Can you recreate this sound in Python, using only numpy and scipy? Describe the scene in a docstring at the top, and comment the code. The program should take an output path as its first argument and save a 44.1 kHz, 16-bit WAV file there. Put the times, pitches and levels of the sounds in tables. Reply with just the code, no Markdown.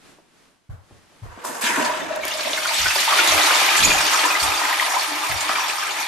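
"""Small tiled bathroom: a toilet flush. The cistern valve knocks open; water and trapped air surge down
the pipe and ring its resonances. The flow crashes into the bowl, where ringing bubbles and turbulent
noise make gurgles, splashes and spray that swell and slowly ease.
Soft footsteps thud through the floor; something hard clinks briefly."""
import sys
import numpy as np
from scipy import signal
from scipy.fft import rfft, irfft, next_fast_len
from scipy.io import wavfile
from scipy.ndimage import map_coordinates

SR = 44100
rng = np.random.default_rng(int(sys.argv[2]) if len(sys.argv) > 2 else 0)


def persist_wave(psi):
    """Save psi, clipped to +-1, as 16-bit WAV."""
    counts = np.round(np.clip(psi, -1, 1) * 32767).astype(np.int16)
    wavfile.write(sys.argv[1], SR, np.atleast_2d(counts).T)


N = 267862

# tiled room decay (frequency [Hz], t60 [s])
ROOM_T60 = [(150, 0.42), (1000, 0.57), (5000, 0.14), (14000, 0.093)]
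# direct sound (frequency [Hz], power share [0-1])
DIRECT_SHARE = [(100, 0.1), (300, 0.37), (1200, 0.39), (3000, 0.41), (7000, 0.14), (14000, 0)]
# microphone treble mismatch (frequency [Hz], left minus right [dB])
MIC_BALANCE = [(700, 0), (3800, 1), (4800, -1), (6000, 1), (7300, -4), (9200, 1.5), (10700, -6.5),
               (12000, -8), (13200, -6), (14200, 3)]
# rustle spectrum (frequency [Hz], density [dB])
RUSTLE_SPECTRUM = [(30, -9), (70, -12), (170, -4), (310, -4), (450, -8.5), (1200, -10), (2200, -13),
                   (5000, -17.5), (10000, -22), (12500, -30), (14000, -53.5)]
# soft rustles (peak time [s], level [dB], half-width [s])
RUSTLE_SWELLS = [(.04, -57, 0.17), (.088, -52, 0.055), (.42, -57.5, 0.1), (.95, -57, 0.088),
                 (1.2, -55.5, 0.15)]
# floor modes (frequency [Hz], width [Hz], gain [dB])
FLOOR_MODES = [(48, 20, 3), (92, 17, 9), (142, 29, -4.5), (203, 74, -14.5)]
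# footsteps (time [s], level [dB], attack [s], scuff [dB], deep bass [dB])
FOOTFALLS = [(0.692, -26.5, 0.0048, -21.5, -6), (0.908, -40, 0.0054, -29, -12), (1.22, -24, 0.01, -20, 0),
             (2.221, -43, 0.013, -9, 10), (2.796, -22.5, 0.021, -18, 3), (3.301, -24.5, 0.015, -30, 3),
             (4.421, -24.5, 0.0078, -29, 3), (5.294, -21.5, 0.022, -29, -1)]
# shoe on tile (time [s], level [dB])
SHOE_TAPS = [(0.185, -45.5), (0.721, -55), (0.909, -42), (0.948, -50), (1.122, -51), (1.257, -42),
             (1.375, -36)]
# hard contacts (time [s], level [dB], pitch [Hz], t60 [s])
CLINK_HITS = [(3.835, -10.5, 2447, 0.051), (3.848, -6.5, 6770, 0.074), (3.857, -13, 2470, 0.057),
              (3.893, -25, 6740, .25), (3.904, -13, 2430, 0.12), (3.925, -21.5, 6740, 0.29),
              (3.981, -15.5, 2484, 0.084)]
# flush mechanism (time [s], level [dB], body gain [dB])
VALVE_KNOCKS = [(1.449, -37.5, 14), (1.611, -26, -25), (2.160, -25.5, -13), (2.252, -19.5, -7),
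                (2.281, -20, -18)]
# valve stages, main one last (time [s], opening [s], pipe [dB], rush [dB], hiss [dB])
VALVE_GUSHES = [(1.2, 0.21, -41, -48, -61), (1.437, 0.012, -35.5, -41, -35), (1.609, 0.0071, -34, -26, -30)]
# air modes of the pipe (frequency [Hz], width [Hz], gain [dB])
PIPE_MODES = [(209.6, 23, -15), (268, 16, 2), (388, 150, -10), (628, 30, -15), (986, 99, -1),
              (1680, 160, -24), (2420, 130, -27)]
# pipe surge spectrum (frequency [Hz], density [dB])
SURGE_SPECTRUM = [(71, -53), (120, -23), (156, -13), (280, -2), (323, -25), (403, -7), (629, -3),
                  (754, -32), (961, -22), (1280, -10), (1630, -7.5), (4650, -21.5), (7550, -15.5),
                  (13000, -23.5), (15000, -31)]
# low, middle and high glug notes (frequency [Hz], width [Hz])
GLUG_MODES = [(275, 72), (628, 39), (965, 80)]
# air going back up the pipe (time [s], low note [dB], middle note [dB], high note [dB])
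PIPE_GLUGS = [(1.439, -44, -34, -32.5), (1.485, -40, -43, -39), (1.629, -36, -39, -30),
              (1.685, -35, -49, -25.5), (1.765, -26.5, -32, -24.5), (1.795, -41, -29, -39),
              (1.835, -36, -29, -25.5), (1.885, -44, -27.5, -26), (1.994, -35.5, -34, -54),
              (2.035, -40, -55, -57), (2.1, -47, -28, -48), (2.15, -46, -27, -50), (2.35, -50, -35, -37),
              (2.446, -42, -28, -32), (2.675, -67, -33.5, -49)]
# water slaps (time [s], level [dB], pitch [Hz], swell [s], droplet share [0-1])
WATER_SLAPS = [(1.845, -28.5, 4650, 0.0054, 0.96), (2.02, -40.5, 3540, 0.0026, 0.3),
               (2.122, -36, 2650, 0.0033, 0.6), (2.232, -29, 2230, 0.0042, 0.3),
               (2.307, -33, 2770, 0.0042, 0), (2.336, -33, 4900, 0.0052, .8),
               (2.392, -33, 1620, 0.0039, 0.7), (2.405, -30, 4300, 0.0025, 0.6),
               (2.453, -33, 3400, 0.0042, 0.7), (2.532, -26, 3730, 0.0011, 0.5),
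               (2.573, -27.5, 2070, 0.0063, 0.44), (2.652, -26, 1417, 0.0052, 0.26),
               (2.708, -31.5, 888, 0.0055, 0), (2.736, -28, 7770, 0.0043, 0.2),
               (2.775, -24, 4220, 0.0077, 0.7), (2.856, -23.5, 1470, 0.0055, 0.4),
               (2.882, -28, 5000, 0.0018, 0.4), (2.901, -23.5, 2580, 0.0057, 0.3),
               (2.953, -23.5, 4590, 0.004, 0.7), (2.956, -28, 885, 0.0031, 0.7),
               (2.999, -23, 6540, 0.0059, 0.86), (3.077, -24, 880, 0.0041, 0),
               (3.118, -22.5, 1100, .008, 0.1), (3.188, -23, 1405, 0.0044, 0.12),
               (3.272, -19, 3360, 0.0084, 1), (3.376, -23, 2286, 0.0059, 0.65),
               (3.506, -23, 1484, 0.0028, 0.9), (3.615, -25.5, 810, 0.0021, 0.23),
               (3.617, -29, 3540, 0.0005, 1), (3.648, -29, 2430, 0.002, 0.2),
               (3.752, -23.5, 2005, 0.0027, 0.7), (3.82, -19.5, 3880, 0.0093, 0.8),
               (3.916, -24.5, 1720, 0.00068, 1), (3.95, -25, 780, 0.0054, 0),
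               (4.044, -33, 1260, 0.0018, 0.2), (4.248, -21.5, 974, 0.0067, 0),
               (4.303, -23, 2460, 0.0061, 0.2), (4.351, -25, 2010, 0.0028, 0.14),
               (4.427, -23.5, 8140, 0.0025, 0.7), (4.473, -27, 1210, 0.0036, 0.3),
               (4.613, -29, 950, 0.0024, 0.12), (4.651, -26.5, 2040, 0.0022, 0.46),
               (4.728, -28, 1870, 0.0021, 0.03), (4.7975, -23, 1950, 0.0017, 0),
               (4.822, -28, 990, 0.0033, 0.01), (4.964, -24, 980, 0.0056, 0.02),
               (5.007, -32, 5540, 0.003, 0.5), (5.313, -28.5, 2540, 0.0024, 0.9),
               (5.406, -28, 7070, 0.0018, 0.8), (5.493, -23.5, 1186, 0.0012, 0.3),
               (5.553, -28, 2295, 0.0047, 0.54), (5.583, -26, 1110, 0.0023, 0),
               (5.688, -27.5, 4050, 0.0052, 1), (5.997, -36, 2300, 0.002, 0.5)]
# flow into the bowl (time [s], level [dB])
BOWL_FLOW = [(2.3, -31), (2.36, -31), (2.75, -24), (2.94, -23), (3.24, -20), (3.75, -21), (5.14, -28),
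             (5.63, -27), (5.93, -30), (6.07, -29.5)]
# bowl water spectrum (frequency [Hz], density [dB])
BOWL_SPECTRUM = [(100, -49), (250, -25.5), (300, -9), (450, -11), (650, -7), (950, -4.5), (1250, -1.5),
                 (1550, -2.5), (2200, -1.5), (3200, -2.5), (5000, -5), (9000, -9.5), (13300, -14),
                 (15000, -33)]
# standing waves of bowl and corner (frequency [Hz], width [Hz], gain [dB])
BOWL_MODES = [(298.5, 19, 0), (395, 50, -11.5), (625, 45, -3.5), (722, 18, -6), (787, 17, 5.5),
              (858, 12, -3.5), (897, 38, 2.5), (988, 15, -2.5), (1080, 5.9, -1), (1210, 18, -18),
              (1220, 12, -3), (1268, 17, -6), (1702, 18, -4.5), (1874, 14, -2), (1968, 24, -2.5),
              (2214, 31, -1), (2386, 22, 3), (2440, 63, -13)]
# drain swallowing air (time [s], level [dB])
DRAIN_GULPS = [(2.5, -38.5), (2.96, -51), (3.19, -34.5), (3.33, -29.5), (3.85, -28), (4.05, -35),
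               (4.23, -32.5), (4.51, -37), (4.7, -53), (4.88, -53), (5.1, -39.5), (5.45, -45), (5.87, -43)]
# bursts of large bubbles (time [s], level [dB])
POOL_BOILS = [(3.07, -22), (3.37, -23), (3.46, -23.5), (3.93, -33), (4.22, -27), (4.42, -40), (4.59, -30),
              (4.67, -31.5), (4.82, -31), (4.93, -28.5), (5.48, -29.5), (5.58, -32.5)]
# water sheets bursting into spray (time [s], level [dB])
SPRAY_SPURTS = [(2.28, -46), (3.76, -25), (3.83, -23), (4.39, -28), (4.42, -34), (4.89, -34), (4.98, -31.5),
                (5.41, -38), (5.68, -43)]

# envelopes (attack [s], hold [s], fall [dB/s])
RUMBLE_ENV, BUMP_ENV = (0.077, 0.3, 0.74), (0.081, 0.036, 114)
HISS_ENV, RUSH_ENV, PIPE_ENV = (0.0023, 0.0065, 46), (0.022, 0.02, 24.7), (0.12, 0.15, 16.3)
WHOOSH_ENV, GLUG_ENV, NOTE_ENV = (0.057, 0.046, 63), (0.013, 0.0056, 177), (0.036, 0.5, 40)
GULP_ENV, BOIL_ENV, SPURT_ENV = (0.013, 0.0036, 107), (0.013, 0.043, 190), (0.0062, 0.0083, 150)
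# bowl voices (level re flow [dB], offset while shallow [dB], drift [dB/s])
GURGLE, BUBBLING = (-20, -27, -0.63), (-4.5, -6, 0.7)
SPLASH, SPRAY = (-0.5, -1.6, -0.59), (-6.5, -0.3, -0.29)

MAIN_GUSH_S, TOP_HZ = VALVE_GUSHES[-1][0], 14900
TIME_S = np.arange(N) / SR


def amp(db):
    return 10 ** (np.asarray(db) / 20)


def unit(x):
    """Scale to rms 1 of the channel mean."""
    return x / np.sqrt(np.mean(np.atleast_2d(x).mean(0) ** 2) + 1e-20)


def along(points, hz):
    """Interpolate on a log frequency axis."""
    knots_hz, values = np.transpose(points)
    return np.interp(np.log(hz + 1), np.log(knots_hz), values)


def wobble(rate_hz):
    """Smooth random curve."""
    return map_coordinates(rng.standard_normal(4096), [TIME_S * rate_hz], mode="mirror")


def filtered(x, response):
    """Apply response(hz) by FFT."""
    n = x.shape[-1]
    padded = next_fast_len(n + SR // 4)
    return irfft(rfft(x, padded) * response(np.fft.rfftfreq(padded, 1 / SR)), padded)[..., :n]


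def band(hz, lo_hz, hi_hz):
    """Steep band-pass gain."""
    return ((1 + (lo_hz / (hz + 1)) ** 10) * (1 + (hz / hi_hz) ** 10)) ** -.5


def coloured_band(x, colour, lo_hz, hi_hz):
    """One band of x, shaped by colour(hz), rms 1."""
    return unit(filtered(x, lambda hz: colour(hz) * band(hz, lo_hz, hi_hz)))


def resonances(hz, modes):
    """Causal response of modes with alternating signs."""
    return sum((-1) ** k * amp(db) * 1j * hz * width_hz / (mode_hz ** 2 - hz ** 2 + 1j * hz * width_hz)
               for k, (mode_hz, width_hz, db) in enumerate(modes))


def add(track, start_s, sound):
    span = track[..., round(start_s * SR):][..., :sound.shape[-1]]
    span += sound[..., :span.shape[-1]]


def ramp(start_s, length_s):
    return np.clip((TIME_S - start_s) / length_s, 0, 1)


def swell(start_s, envelope):
    """Linear attack, hold, exponential fall."""
    attack_s, hold_s, fall_db_per_s = envelope
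    falling_s = np.maximum(0, TIME_S - start_s - attack_s - hold_s)
    return ramp(start_s, attack_s) * amp(-fall_db_per_s * falling_s)


def swells(events, envelope):
    """Power sum of one swell per (time [s], level [dB])."""
    return np.sqrt(sum((amp(db) * swell(start_s, envelope)) ** 2 for start_s, db in events))


def blend(direct, diffuse):
    """Mono direct sound plus stereo diffuse sound, which rules the treble."""
    share = lambda hz: np.clip(along(DIRECT_SHARE, hz), .01, .99)
    centre = filtered(direct, lambda hz: np.sqrt(share(hz)))
    return centre + filtered(diffuse, lambda hz: np.sqrt(1 - share(hz)))


def room(x, wet_db, early_gain=1.04, early_s=0.078):
    """Mono to stereo: direct sound, dense early reflections off near walls, tail."""
    hz, t, spectrum = signal.stft(rng.standard_normal((2, SR // 3)), SR, nperseg=256)
    decay = amp(-60 * t / along(ROOM_T60, hz)[:, None])
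    spectrum = spectrum * decay * (1 + early_gain * np.exp(-t / early_s))
    spectrum /= np.sqrt(np.mean(abs(spectrum) ** 2, axis=(0, 2), keepdims=True))
    tail = signal.istft(spectrum, SR, nperseg=256)[1]
    tail /= np.linalg.norm(tail, axis=1, keepdims=True)
    return blend(x, amp(wet_db) * signal.oaconvolve(x[None], tail, axes=1)[:, :N])


def wash():
    """White stereo noise filling the room."""
    return blend(rng.standard_normal(N), rng.standard_normal((2, N)))


def background(hiss_db=-68, rumble_db=-60.5, bump_s=3.77, bump_db=-32.5):
    """Room hiss, faint rustles, pipe rumble from the main gush on, one heavy bump."""
    noise = wash()
    air = unit(filtered(noise, lambda hz: amp(along(RUSTLE_SPECTRUM, hz))))
    rumble = unit(filtered(noise, lambda hz: band(hz, 18, 290) / np.sqrt(1 + hz / 150)))
    rustle_power = sum(amp(db) ** 2 * np.exp(-((TIME_S - peak_s) / width_s) ** 2)
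                       for peak_s, db, width_s in RUSTLE_SWELLS)
    running = amp(rumble_db) * swell(MAIN_GUSH_S, RUMBLE_ENV)
    bump = amp(bump_db) * swell(bump_s, BUMP_ENV)
    return air * np.sqrt(rustle_power + amp(hiss_db) ** 2) + rumble * (running + bump)


def footsteps(push_hz=115, push_life_s=0.0054, boom_life_s=0.047, scuff_rise_s=0.01, scuff_life_s=0.075):
    """A soft sole pushes once; the floor booms on while the shoe settles with a muffled scuff."""
    track, t = np.zeros((2, N)), np.arange(SR // 2) / SR
    muffled = lambda hz: (band(hz, 480, 1460) + amp(-15.5) * band(hz, 1700, 13000)) / np.sqrt(1 + hz / 400)
    floor = lambda hz: resonances(hz, FLOOR_MODES) * band(hz, 20, 250)
    for start_s, db, attack_s, scuff_db, bass_db in FOOTFALLS:
        push = amp(4.5) * np.exp(-t / push_life_s) * np.sin(2 * np.pi * push_hz * t)
        shake = rng.standard_normal((2, len(t))) + 0.24 * rng.standard_normal(len(t))
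        boom = unit(filtered(shake, lambda hz: floor(hz) * amp(bass_db / (1 + (hz / 70) ** 6))))
        boom *= amp(-5.5) * np.exp(-t / boom_life_s)
        scuff = unit(filtered(rng.standard_normal((2, len(t))), muffled))
        scuff *= amp(scuff_db) * (1 - np.exp(-t / scuff_rise_s)) * np.exp(-t / scuff_life_s)
        add(track, start_s, amp(db) * (1 - np.exp(-t / attack_s)) * (push + boom + scuff))
    return track


def taps(life_s=0.013, lo_hz=230, hi_hz=1200):
    """A shoe taps the tiles: short, dull knocks."""
    track, t = np.zeros(N), np.arange(SR // 10) / SR
    for start_s, db in SHOE_TAPS:
        knock = coloured_band(rng.standard_normal(len(t)), lambda hz: 1 / (1 + hz / lo_hz), lo_hz, hi_hz)
        add(track, start_s, amp(db) * np.exp(-t / life_s) * knock)
    return track


def clinks(attack_s=0.0005):
    """Small hard contacts, each ringing on one mode."""
    track, t = np.zeros(N), np.arange(SR // 4) / SR
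    for start_s, db, hz, t60_s in CLINK_HITS:
        envelope = amp(db - 60 * t / t60_s) * (1 - np.exp(-t / attack_s))
        add(track, start_s, envelope * np.sin(2 * np.pi * hz * t))
    return track


def valve(tick_life_s=0.0025, body_life_s=0.0046):
    """The mechanism ticks and knocks on the hollow cistern."""
    track, t = np.zeros(N), np.arange(SR // 20) / SR
    for start_s, db, body_db in VALVE_KNOCKS:
        tick_noise, body_noise = rng.standard_normal((2, len(t)))
        tick = filtered(tick_noise * np.exp(-t / tick_life_s), lambda hz: band(hz, 2100, 16000))
        body = unit(filtered(body_noise, lambda hz: resonances(hz, PIPE_MODES)))
        add(track, start_s, amp(db) * (tick + amp(body_db) * body * np.exp(-t / body_life_s)))
    return track


def bubbles(lo_hz, hi_hz, life_cycles, spread_db, rise, count):
    """Swarm of ringing bubbles, mostly weak; rise lifts each pitch as it dies."""
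    when, pitch, size, sign = rng.random((count, 4)).T
    hz = (np.sqrt(lo_hz) + pitch * (np.sqrt(hi_hz) - np.sqrt(lo_hz))) ** 2
    strength = hz ** .75 * np.sign(sign - .5)  # even power per Hz
    strength *= amp(-spread_db * np.log(np.maximum(size, .01)))
    lengths = (np.pi * life_cycles * SR / hz).astype(int)
    age_samples = np.arange(lengths.sum()) - np.repeat(np.cumsum(lengths) - lengths, lengths)
    turns = (np.repeat(hz / SR, lengths) * age_samples).astype(np.float32)
    envelope = np.exp(-turns / life_cycles) * (1 - np.exp(-2 * turns))
    ring = envelope * np.sin(2 * np.pi * turns * (1 + rise * turns / life_cycles))
    positions = np.repeat((when * N).astype(int), lengths) + age_samples
    return unit(np.bincount(positions, np.repeat(strength, lengths) * ring, N)[:N])


def water(swarm, wash_db, churn_db, wet_db, jet_share=0.46):
    """Bubbles over turbulent noise, in quick clumps; the jet comes from one spot and excites the room."""
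    wash_gain = amp(wash_db)
    jet = wash_gain * np.sqrt(jet_share) * rng.standard_normal(N)
    mix = room(swarm + jet, wet_db) + wash_gain * np.sqrt(1 - jet_share) * wash()
    clumps = amp(churn_db * (wobble(40) + wobble(170)))
    return clumps * mix / np.sqrt(1 + wash_gain ** 2)


def glugs(note_s=2.066, note_db=-38, flutter_db=1, flutter_hz=130):
    """Air pockets flutter up the pipe and stir three modes; running water sustains the middle one."""
    times_s, *levels_db = np.transpose(PIPE_GLUGS)
    notes = [coloured_band(wash(), lambda hz: resonances(hz, [(mode_hz, width_hz, 0)]),
                           mode_hz - 2 * width_hz, mode_hz + 2 * width_hz)
             for mode_hz, width_hz in GLUG_MODES]
    low, middle, high = [swells(zip(times_s, column), GLUG_ENV) for column in levels_db]
    middle = np.hypot(middle, amp(note_db) * swell(note_s, NOTE_ENV))
    flutter = unit(amp(flutter_db * wobble(flutter_hz)))
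    return flutter * sum(gain * note for gain, note in zip((low, middle, high), notes))


def whoosh(level_db=-27, from_hz=5400, to_hz=1280, slide_s=0.058, width_oct=0.38):
    """Front of the main gush: a broad resonance slides down as the pipe fills."""
    hz, t, spectrum = signal.stft(wash(), SR, nperseg=512)
    centre_hz = to_hz + (from_hz - to_hz) * np.exp(-np.maximum(t - MAIN_GUSH_S, 0) / slide_s)
    gain = np.exp(-.5 * (np.log2((hz[:, None] + 1) / centre_hz) / width_oct) ** 2) / np.sqrt(centre_hz)
    sweep = unit(signal.istft(spectrum * gain, SR, nperseg=512)[1][:, :N])
    return amp(level_db) * swell(MAIN_GUSH_S, WHOOSH_ENV) * sweep


def gushes(levels_db, envelope):
    """Joint gain of the valve stages; slower opening, longer rise."""
    attack_s, *hold_and_fall = envelope
    return np.sqrt(sum((amp(db) * swell(start_s, (opening_s + attack_s, *hold_and_fall))) ** 2
                       for (start_s, opening_s, *_), db in zip(VALVE_GUSHES, levels_db)))


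def cistern(low_modes_db=-17.5):
    """Water and trapped air run down the pipe: each gush hisses at once, then rings the pipe."""
    *_, pipe_db, rush_db, hiss_db = np.transpose(VALVE_GUSHES)
    swarm = bubbles(184.6, 12840, life_cycles=7.7, spread_db=1.5, rise=0.046, count=2800)
    flow = water(swarm + amp(4) * rng.standard_normal(N), wash_db=2, churn_db=-1.23, wet_db=1)
    colour = lambda hz: amp(along(SURGE_SPECTRUM, hz))
    hollow = lambda hz: resonances(hz, PIPE_MODES) + amp(-3.5)
    low = amp(low_modes_db) * coloured_band(flow, hollow, 94, 410)
    drone = gushes(pipe_db, PIPE_ENV) * (low + coloured_band(flow, hollow, 430, 1400))
    rush = gushes(rush_db, RUSH_ENV) * coloured_band(flow, colour, 1450, 5400)
    hiss = gushes(hiss_db, HISS_ENV) * coloured_band(flow, colour, 4500, 17000)
    return drone + rush + hiss + whoosh() + glugs()


def slaps(rise_per_s=1.4, pitch_scatter=0.366, life_cycles=4.1, count=70):
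    """Lumps of water land: one trapped bubble rings, droplets patter around its pitch."""
    track, t = np.zeros(N), np.arange(SR // 16) / SR
    for start_s, db, hz, swell_s, share in WATER_SLAPS:
        bubble = t * np.exp(-t / (0.8 * swell_s)) * np.sin(2 * np.pi * hz * t * (1 + rise_per_s * t))
        age_s = np.maximum(t - swell_s * rng.gamma(3, .5, (count, 1)), 0)
        pitch, size = rng.standard_normal((2, count, 1))
        turns = np.minimum(hz * np.exp(pitch_scatter * pitch), TOP_HZ) * age_s
        droplets = (size * np.exp(-turns / life_cycles) * np.sin(2 * np.pi * turns)).sum(0)
        slap = np.sqrt(1 - share) * unit(bubble) + np.sqrt(share) * unit(droplets)
        add(track, start_s, amp(db) * slap)
    return track


def bowl(arrival_s=2.179, rise_s=0.12, deep_s=2.87, fill_s=0.32, slosh_db=0.8, slosh_hz=13):
    """Air pockets gurgle and bubble as the pool deepens; breaking water splashes and sprays."""
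    flow_db = np.interp(TIME_S, *np.transpose(BOWL_FLOW))
    shallow = 1 - ramp(deep_s, fill_s)

    def voice_gain(db, shallow_db, drift_db_per_s):
        level_db = flow_db + db + shallow_db * shallow + drift_db_per_s * (TIME_S - deep_s)
        return ramp(arrival_s, rise_s) * amp(level_db + slosh_db * wobble(slosh_hz))

    boil = swells(POOL_BOILS, BOIL_ENV)
    gurgle = np.hypot(voice_gain(*GURGLE), swells(DRAIN_GULPS, GULP_ENV))
    bubbling = np.hypot(voice_gain(*BUBBLING), boil)
    splash = np.hypot(voice_gain(*SPLASH), amp(-13.5) * boil)
    spray = np.hypot(voice_gain(*SPRAY), swells(SPRAY_SPURTS, SPURT_ENV))

    swarm = bubbles(271.6, 3612, life_cycles=10, spread_db=3.3, rise=0.021, count=3600)
    droplets = bubbles(3085, 13750, life_cycles=4.2, spread_db=4, rise=0, count=7000)
    pops = bubbles(663, 3010, life_cycles=5.3, spread_db=2.2, rise=0.074, count=380)
    ringing = amp(-8.5) * swarm + amp(-11) * pops + amp(-1.5) * droplets
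    wash_db = np.interp(TIME_S, [arrival_s, deep_s], [-6.5, 2.2])  # more turbulence with depth
    flow = water(ringing, wash_db, churn_db=0.57, wet_db=-0.5)
    flow = filtered(flow, lambda hz: 1 + sum(resonances(hz, [mode]) for mode in BOWL_MODES))
    colour = lambda hz: amp(along(BOWL_SPECTRUM, hz))
    return (gurgle * coloured_band(flow, colour, 150, 500)
            + bubbling * coloured_band(flow, colour, 610, 1380)
            + splash * coloured_band(flow, colour, 1630, 4600)
            + spray * coloured_band(flow, colour, 5400, 16000))


def scene():
    """All sources in the tiled room; valve and clinks arrive mostly direct."""
    clicks = valve() + clinks()
    clicks = clicks + amp(-10) * room(clicks, wet_db=0)
    knocks = room(slaps() + taps(), wet_db=-4.3)
    return cistern() + bowl() + clicks + knocks + footsteps() + background()


def record(dry):
    """Treble colour per microphone, soft peak limit, low-pass."""
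    ceiling = 0.88
    coloured = filtered(dry, lambda hz: amp(np.outer([.5, -.5], along(MIC_BALANCE, hz))))
    limited = coloured / (1 + abs(coloured / ceiling) ** 6) ** (1 / 6)
    return filtered(limited, lambda hz: hz < TOP_HZ)


dry = scene()
out = record(dry)
persist_wave(out)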